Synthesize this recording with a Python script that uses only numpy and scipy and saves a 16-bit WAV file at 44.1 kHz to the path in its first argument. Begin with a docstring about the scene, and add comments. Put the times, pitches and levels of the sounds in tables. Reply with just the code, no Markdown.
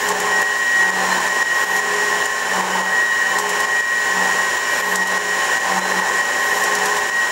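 """Metal shaper in a workshop

A metal shaper strokes back and forth, a little faster than once a second: its motor pinion whines and its gears rattle
in the iron casting. Each working stroke makes the ram hum and the gears grind; slideways rub and now and then squeal.
On every second stroke chips snap off as noise bursts, mostly after a hiss of the tool along the steel.
Tones are wavering sine waves, rattles are shaped noise. The level keeps ducking abruptly and creeping back."""
import sys
import numpy as np
from scipy.fft import rfft, irfft, next_fast_len
from scipy.io import wavfile
from scipy.ndimage import uniform_filter1d, map_coordinates

SR = 44100
rng = np.random.default_rng(int(sys.argv[2]) if len(sys.argv) > 2 else 0)


def persist_wave(psi):
    """Save psi, clipped to +-1, as 16-bit WAV."""
    counts = np.round(np.clip(psi, -1, 1) * 32767).astype(np.int16)
    wavfile.write(sys.argv[1], SR, np.atleast_2d(counts).T)


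N = 322371

MOTOR_HZ, SHAFT_HZ = 29.578, 10.01  # turns per second of the motor shaft and the gear shaft
# Levels in the tables are relative: the functions add their own gains.


def amp(db):
    """Turn decibels into a gain."""
    return 10 ** (np.asarray(db) / 20)


def unit(x):
    """Scale x to an rms (average strength) of 1."""
    return x / np.sqrt(np.mean(x ** 2) + 1e-20)


def clock():
    """Give the time of each sample in seconds."""
    return np.arange(N) / SR


def wobble(rate):
    """Draw a smooth curve through random points, rate points a second."""
    points = rng.standard_normal(int(N * rate / SR) + 4)
    return map_coordinates(points, [np.arange(N) * rate / SR])


def noise():
    """Make fresh white noise."""
    return rng.standard_normal(N)


def filtered(x, response):
    """Multiply the spectrum of x by a response, a function of frequency in Hz."""
    m = next_fast_len(N + SR // 2)  # spare room for the filter to ring out
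    hz = np.fft.rfftfreq(m, 1 / SR)
    return irfft(rfft(x, m) * response(hz), m)[:N]


def coloured(x, points):
    """Shape x by (frequency, level) points joined on a log frequency axis, at rms 1."""
    f, db = np.transpose(points)
    return unit(filtered(x, lambda hz: amp(np.interp(np.log(hz + 1), np.log(f), db))))


def resonated(x, modes):
    """Let x ring through a sum of (frequency, width, level) resonances, at rms 1."""
    def response(f):
        return sum(amp(db) * 1j * f * width / (centre ** 2 - f ** 2 + 1j * f * width)
                   for centre, width, db in modes)
    return unit(filtered(x, response))


def tone(hz, run, flutter, flutter_rate):
    """Make a sine of rms 1 on the running time, its strength and phase fluttering at random."""
    drift = 1 + flutter * (wobble(flutter_rate) + 1j * wobble(flutter_rate))
    spin = np.exp(2j * np.pi * (hz * run + rng.random()))
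    return unit((drift * spin).real)


def tooth_rattle(run, repeat, throb):
    """Rattle gear teeth: their flaws return with every turn of the shaft, the rest is loose noise."""
    flaws = rng.standard_normal(round(SR / SHAFT_HZ))
    worn = map_coordinates(flaws, [run * SHAFT_HZ % 1 * len(flaws)], mode="grid-wrap")
    share = np.clip(repeat, 0, 1)
    rattle = np.sqrt(share) * worn + np.sqrt(1 - share) * noise()
    # the rattle pulses as each of the gear's 23 teeth engages
    mesh = np.cos(2 * np.pi * 23 * SHAFT_HZ * run)
    return rattle * (1 + throb * mesh)


def shaft_tones(hz, table, run, load_db):
    """Add up tones at whole multiples of a shaft's speed, each following its share of the load swing."""
    swing_db = load_db - np.mean(load_db)
    return sum(amp(db + follow * swing_db) * tone(round(k) * hz, run, flutter=0.52, flutter_rate=7)
               for k, db, follow in table)


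# forward strokes of the ram; start and end are where the thrust is half built up or half gone:
# (start [s], length [s], gear load [dB], ram hum [dB], motor drone [dB], gear load on the return [dB],
#  slideway rub [dB])
STROKE_TABLE = [(0.037, 0.41, -20, -36.5, -33.5, -28, -31), (0.813, 0.46, -18.5, -32, -36, -23, -30),
                (1.65, 0.58, -21, -38.5, -32.5, -24.5, -30.5), (2.503, 0.42, -20, -32.5, -38.5, -28.5, -32),
                (3.306, 0.4, -23, -40, -33.5, -26.5, -31), (4.102, 0.29, -22, -32, -36, -22.5, -30.5),
                (4.8, 0.5, -22.5, -33.5, -32.5, -23, -29.5), (5.67, 0.45, -19, -30, -37, -21, -30.5),
                (6.47, 0.62, -22, -43, -32.5, -24.5, -30.5)]
ATTACK_S, RELEASE_S = 0.14, 0.31  # the thrust builds quickly and eases off slowly
HUM_REST_DB, DRONE_REST_DB = -49.5, -42.5  # while the ram runs back
LOAD_WAVER_DB, HUM_WAVER_DB, DRONE_WAVER_DB = 1.14, 2.5, 0.7  # no stroke is quite even
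WAVER_RATE = 13  # random points a second
RUB_FOLLOWS = 0.35  # share of the load swing that the slideway rub follows


def stroke_levels():
    """Find the gear load, ram hum, motor drone and slideway rub in dB as the ram's thrust comes and goes."""
    t = clock()
    start, length, load_db, hum_db, drone_db, return_db, rub_db = np.transpose(STROKE_TABLE)
    end = start + length
    rise = np.clip((t - start[:, None]) / ATTACK_S + .5, 0, 1)
    fall = np.clip((end[:, None] - t) / RELEASE_S + .5, 0, 1)
    thrust = rise * fall  # one row per stroke
    at_rest = 1 - thrust.sum(axis=0)

    def driven(rest_db, full_db, waver_db):
        return rest_db * at_rest + full_db @ thrust + waver_db * wobble(WAVER_RATE)

    returning_db = np.interp(t, end + RELEASE_S / 2, return_db)
    load = driven(returning_db, load_db, LOAD_WAVER_DB)
    hum = driven(HUM_REST_DB, hum_db, HUM_WAVER_DB)
    drone = driven(DRONE_REST_DB, drone_db, DRONE_WAVER_DB)
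    rub = np.interp(t, end, rub_db) + RUB_FOLLOWS * (load - np.mean(load))
    return load, hum, drone, rub


# the pinion's whine swells and fades: (time [s], level [dB])
WHINE_LEVELS = [(0, -30), (.15, -32), (.36, -18.5), (.62, -19), (.88, -15), (1.12, -34), (1.38, -18),
                (1.62, -19), (2.05, -22), (2.25, -24), (2.62, -32), (3.0, -17), (3.24, -18), (3.38, -27),
                (3.8, -16), (4.12, -22), (4.88, -23), (5.02, -16), (5.2, -22), (5.6, -21), (5.73, -30),
                (5.95, -23), (6.42, -20.5), (6.55, -26), (6.95, -29), (7.2, -16.5), (7.31, -22.5)]
PINION_TEETH = 64
WHINE_WAVER_DB = 1.3


def pinion(run):
    """Whine at the rate at which the motor pinion's teeth mesh, wavering and slightly rough."""
    s, db = np.transpose(WHINE_LEVELS)
    level_db = np.interp(clock(), s, db) + WHINE_WAVER_DB * wobble(14)
    return amp(level_db) * tone(PINION_TEETH * MOTOR_HZ, run, flutter=0.056, flutter_rate=45)


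def motor_drone(run, drone_db):
    """Drone low at 14 times the motor shaft's speed, swelling with the strokes."""
    return amp(drone_db + 1.5) * tone(14 * MOTOR_HZ, run, flutter=0.57, flutter_rate=6.7)


RING_DB, RING_FOLLOWS = -34, 0.29  # base level, and the share of the load swing that it follows


def gear_ring(run, load_db):
    """Ring at 107 times the gear shaft's speed, beating with a wheel that rings a few hertz above."""
    ring_db = RING_DB + RING_FOLLOWS * (load_db - np.mean(load_db))
    shaft = tone(107 * SHAFT_HZ, run, flutter=.12, flutter_rate=10)
    wheel = tone(1075, run, flutter=.12, flutter_rate=10)
    return amp(ring_db + 2.5) * unit(shaft + .55 * wheel)


# tones of the motor shaft: (multiple of its speed, level [dB], share of the load swing followed [0-1])
MOTOR_TONES = [(12, -45, 1), (13, -46, .8), (48, -45, .3), (52, -38.5, .3), (58, -42.5, .2), (60, -35, .1),
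               (66, -40, .1)]


def motor_tones(run, load_db):
    """Sound the multiples of the motor shaft's speed, the low ones swelling most with the load."""
    return amp(-1.5) * shaft_tones(MOTOR_HZ, MOTOR_TONES, run, load_db)


# tones of the gear shaft: (multiple of its speed, level [dB], share of the load swing followed [0-1])
GEAR_TONES = [(25, -51, 0), (36, -48, .9), (57, -45, .6), (58, -44, .6), (60, -45, .6), (77, -35.5, .9),
              (87, -38, .9), (100, -36, .6), (101, -39, .6), (109, -40, .5), (124, -46, .3), (151, -45, .3),
              (164, -44, .3), (166, -41.5, .3), (175, -34, .2), (176, -36.5, .2), (178, -36, .1),
              (180, -42, .3), (184, -38, .4), (185, -37, .6), (187, -34, .7), (194, -44, .1)]


def gear_tones(run, load_db):
    """Sound the multiples of the gear shaft's speed, most of them swelling with the load."""
    return amp(0.5) * shaft_tones(SHAFT_HZ, GEAR_TONES, run, load_db)


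# thin ringing of the gear wheels: (frequency [Hz], level [dB])
WHEEL_TONES = [(2357.5, -48), (2762, -52), (2917.7, -43.5), (2995, -43.5), (3022, -48), (3116, -48),
               (4861, -55), (5495, -53), (5830, -54), (6850, -52), (8310, -60), (8510, -59), (8760, -60)]


def wheel_ringing(run):
    """Ring the gear wheels as thin, strongly fluttering tones."""
    return sum(amp(db) * tone(hz, run, flutter=0.89, flutter_rate=14) for hz, db in WHEEL_TONES)


# gear noise through the casting: (frequency [Hz], level per hertz [dB])
CASTING_COLOUR = [(20, -42), (42, -33), (130, -25.5), (250, -12), (305, -14), (350, -6), (470, -2),
                  (600, -1), (700, -4), (810, 1), (930, 1), (1080, 4), (1220, -9.5), (1420, -9),
                  (2200, -13.5), (5000, -42)]


def casting_grind(run, load_db):
    """Grind as loaded teeth shake the iron casting, which colours their rattle."""
    return amp(load_db - 4.0) * coloured(tooth_rattle(run, repeat=0.35, throb=0.43), CASTING_COLOUR)


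# resonances of the gear housing: (frequency [Hz], width [Hz], level [dB])
HOUSING_MODES = [(1540, 43, -2.5), (1652, 63, -1), (1793, 100, 1), (1877.5, 23, 8.5), (1940, 23, -16),
                 (2080, 30, -9), (2580, 320, -18.5), (3027, 39, -3.5)]


def housing_ring(run, rub_db):
    """Ring the thinner gear housing with tooth rattle all through the cycle."""
    return amp(rub_db + 5) * resonated(tooth_rattle(run, repeat=0.44, throb=0.084), HOUSING_MODES)


# resonances of the ram under thrust: (frequency [Hz], width [Hz], level [dB])
RAM_RESONANCES = [(354, 27, -11.5), (896, 89, 4), (1022, 16, -4.5)]


def ram(run, hum_db):
    """Hum and growl in the ram's resonances as it is pushed forward."""
    hum = amp(hum_db - 2.2) * tone(187, run, flutter=0.076, flutter_rate=11)
    judder = noise() * amp(1.9 * wobble(160))
    # the growl swells a little less than the hum
    growl = amp(0.9 * hum_db + 2.5) * resonated(judder, RAM_RESONANCES)
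    return hum + growl


# the ram rubbing in its slideways: (frequency [Hz], level per hertz [dB])
SLIDEWAY_COLOUR = [(1200, -5), (2600, 4), (3450, -4.5), (4050, 1), (4450, -5), (5100, -1.5), (5500, 6),
                   (6200, -0.5), (7100, 7), (8100, -4), (10300, -7.5), (10900, -12.5), (14400, -15.5),
                   (15400, -23)]


def slideway_rub(run, rub_db):
    """Rub the ram grittily in its slideways both ways: tooth rattle roughened by a fast wobble."""
    grit = tooth_rattle(run, repeat=0.15, throb=0.023) * amp(1.0 * wobble(1500))
    return amp(rub_db + 2.5) * coloured(grit, SLIDEWAY_COLOUR)


# the tool sliding over the steel: (start [s], end [s], level reached towards the end [dB])
SCRAPE_TIMES = [(-.15, 0.095, -39), (1.524, 1.788, -35.5), (4.67, 4.953, -36), (6.365, 6.63, -37)]
# colour of its hiss: (frequency [Hz], level per hertz [dB])
HISS_COLOUR = [(9000, -11), (12000, -12), (12850, 0), (13400, -7), (14500, -12), (16000, -25)]


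def tool_hiss():
    """Slide the tool's edge along the steel with a thin hiss that grows, then stops."""
    t = clock()
    slide = 0
    for start, end, db in SCRAPE_TIMES:
        growth = np.clip((t - start) / (end - start), 0, 1) ** 0.38
        stop = np.clip((end - t) / .02 + .5, 0, 1)
        slide = slide + amp(db) * growth * stop
    return slide * coloured(noise(), HISS_COLOUR)


# chips snapping off: (time [s], level [dB], time to fade by 60 dB [s])
CHIP_TIMES = [(0.087, -23.5, 0.063), (0.2015, -22, 0.043), (0.4182, -22.5, 0.022), (1.7648, -26, 0.065),
              (2.1006, -33, 0.065), (2.257, -25, 0.05), (3.386, -21, 0.12), (3.492, -23, .08),
              (3.6022, -27, 0.1), (4.956, -19.5, 0.11), (5.072, -24, 0.06), (6.6387, -20, 0.046),
              (6.751, -18.5, 0.047), (6.857, -21.5, 0.067), (6.968, -28, .12)]
# colour of their crackle: (frequency [Hz], level per hertz [dB])
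CRACKLE_COLOUR = [(2000, -7), (5000, 1), (7400, 9.5), (9500, -1.5), (12000, -1), (13700, -4), (15500, -22)]


def chip_snaps():
    """Crack chips away in short crackles: rough noise that starts at once and dies quickly."""
    t = clock()
    snaps = sum(amp(db - 60 * np.abs(t - s) / t60) * (t >= s) for s, db, t60 in CHIP_TIMES)
    crackle = coloured(noise() * amp(3.0 * wobble(700)), CRACKLE_COLOUR)
    return amp(1.8) * snaps * crackle


# faint squeals of the slideways: (start [s], end [s], frequency [Hz], level [dB])
SQUEAL_TIMES = [(.9, 1.25, 4140, -37), (2.9, 3.35, 3840, -45), (3.445, 4.11, 2380, -39),
                (4.533, 4.88, 2358, -39), (5.704, 6.052, 4050, -38)]


def squeals():
    """Let a slideway sing now and then, a fluttering tone that swells and fades."""
    t = clock()
    total = 0
    for start, end, hz, db in SQUEAL_TIMES:
        arch = np.sin(np.pi * np.clip((t - start) / (end - start), 0, 1))
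        total = total + amp(db) * arch * tone(hz, t, flutter=1.0, flutter_rate=49)
    return total


def scene():
    """Run everything from one motor, so the machine's tones share its slight drift of speed."""
    load_db, hum_db, drone_db, rub_db = stroke_levels()
    run = np.cumsum(1 + 0.000595 * wobble(5)) / SR  # the machine's own running time
    machine = pinion(run) + motor_drone(run, drone_db) + gear_ring(run, load_db)
    machine += motor_tones(run, load_db) + gear_tones(run, load_db) + wheel_ringing(run)
    machine += casting_grind(run, load_db) + housing_ring(run, rub_db)
    machine += ram(run, hum_db) + slideway_rub(run, rub_db)
    machine += tool_hiss() + chip_snaps() + squeals()
    return np.array([machine, machine])  # the same in both channels


def whistle():
    """Add a faint, very high line-scan whistle."""
    return amp(-49) * tone(15622, clock(), flutter=.3, flutter_rate=40)


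# the level dips abruptly and creeps back: (time [s], depth [dB])
DUCK_TIMES = [(.126, 5), (.433, 4.5), (0.905, 6), (1.285, 3.5), (1.431, 6.5), (1.647, 6), (1.804, 5),
              (2.267, 4), (2.612, 5), (2.819, 4.5), (3.403, 2.5), (3.655, 5), (3.81, 6), (4.582, 3),
              (4.814, 5.5), (5.039, 5.5), (5.18, 5.5), (5.583, 5.5), (5.796, 6.5), (6.001, 5), (6.216, 4),
              (6.992, 2.5), (7.1, 5)]


def ducking(fall, recovery):
    """Make a gain that drops within fall seconds and creeps back with time constant recovery [s]."""
    t = clock()
    dip_db = 0
    for s, db in DUCK_TIMES:
        drop = np.clip((t - s) / fall + .5, 0, 1)
        dip_db = dip_db + db * drop * np.exp(-np.maximum(t - s, 0) / recovery)
    return amp(-dip_db)


LIMIT_DB, RECOVER_DB_PER_S = -7, 37  # ceiling of the limiter and its recovery


def limited(x):
    """Pull the gain down at once for each peak over the ceiling, then recover at a steady rate."""
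    fall_db = RECOVER_DB_PER_S * clock()
    peak_db = 20 * np.log10(np.abs(x) + 1e-9)
    held_db = np.maximum.accumulate(peak_db + fall_db) - fall_db
    excess_db = np.maximum(held_db - LIMIT_DB, 0)
    return x * amp(-uniform_filter1d(excess_db, size=32))


def record(dry):
    """Add the whistle, duck the level, limit the peaks and cut the deep bass and extreme treble."""
    x = (amp(0.15) * dry + whistle()) * ducking(fall=0.0035, recovery=0.086)

    def passband(hz):
        return hz ** 4 / (hz ** 4 + 32 ** 4) * (hz < 15800)

    return np.array([filtered(limited(channel), passband) for channel in x])


dry = scene()
out = record(dry)
persist_wave(out)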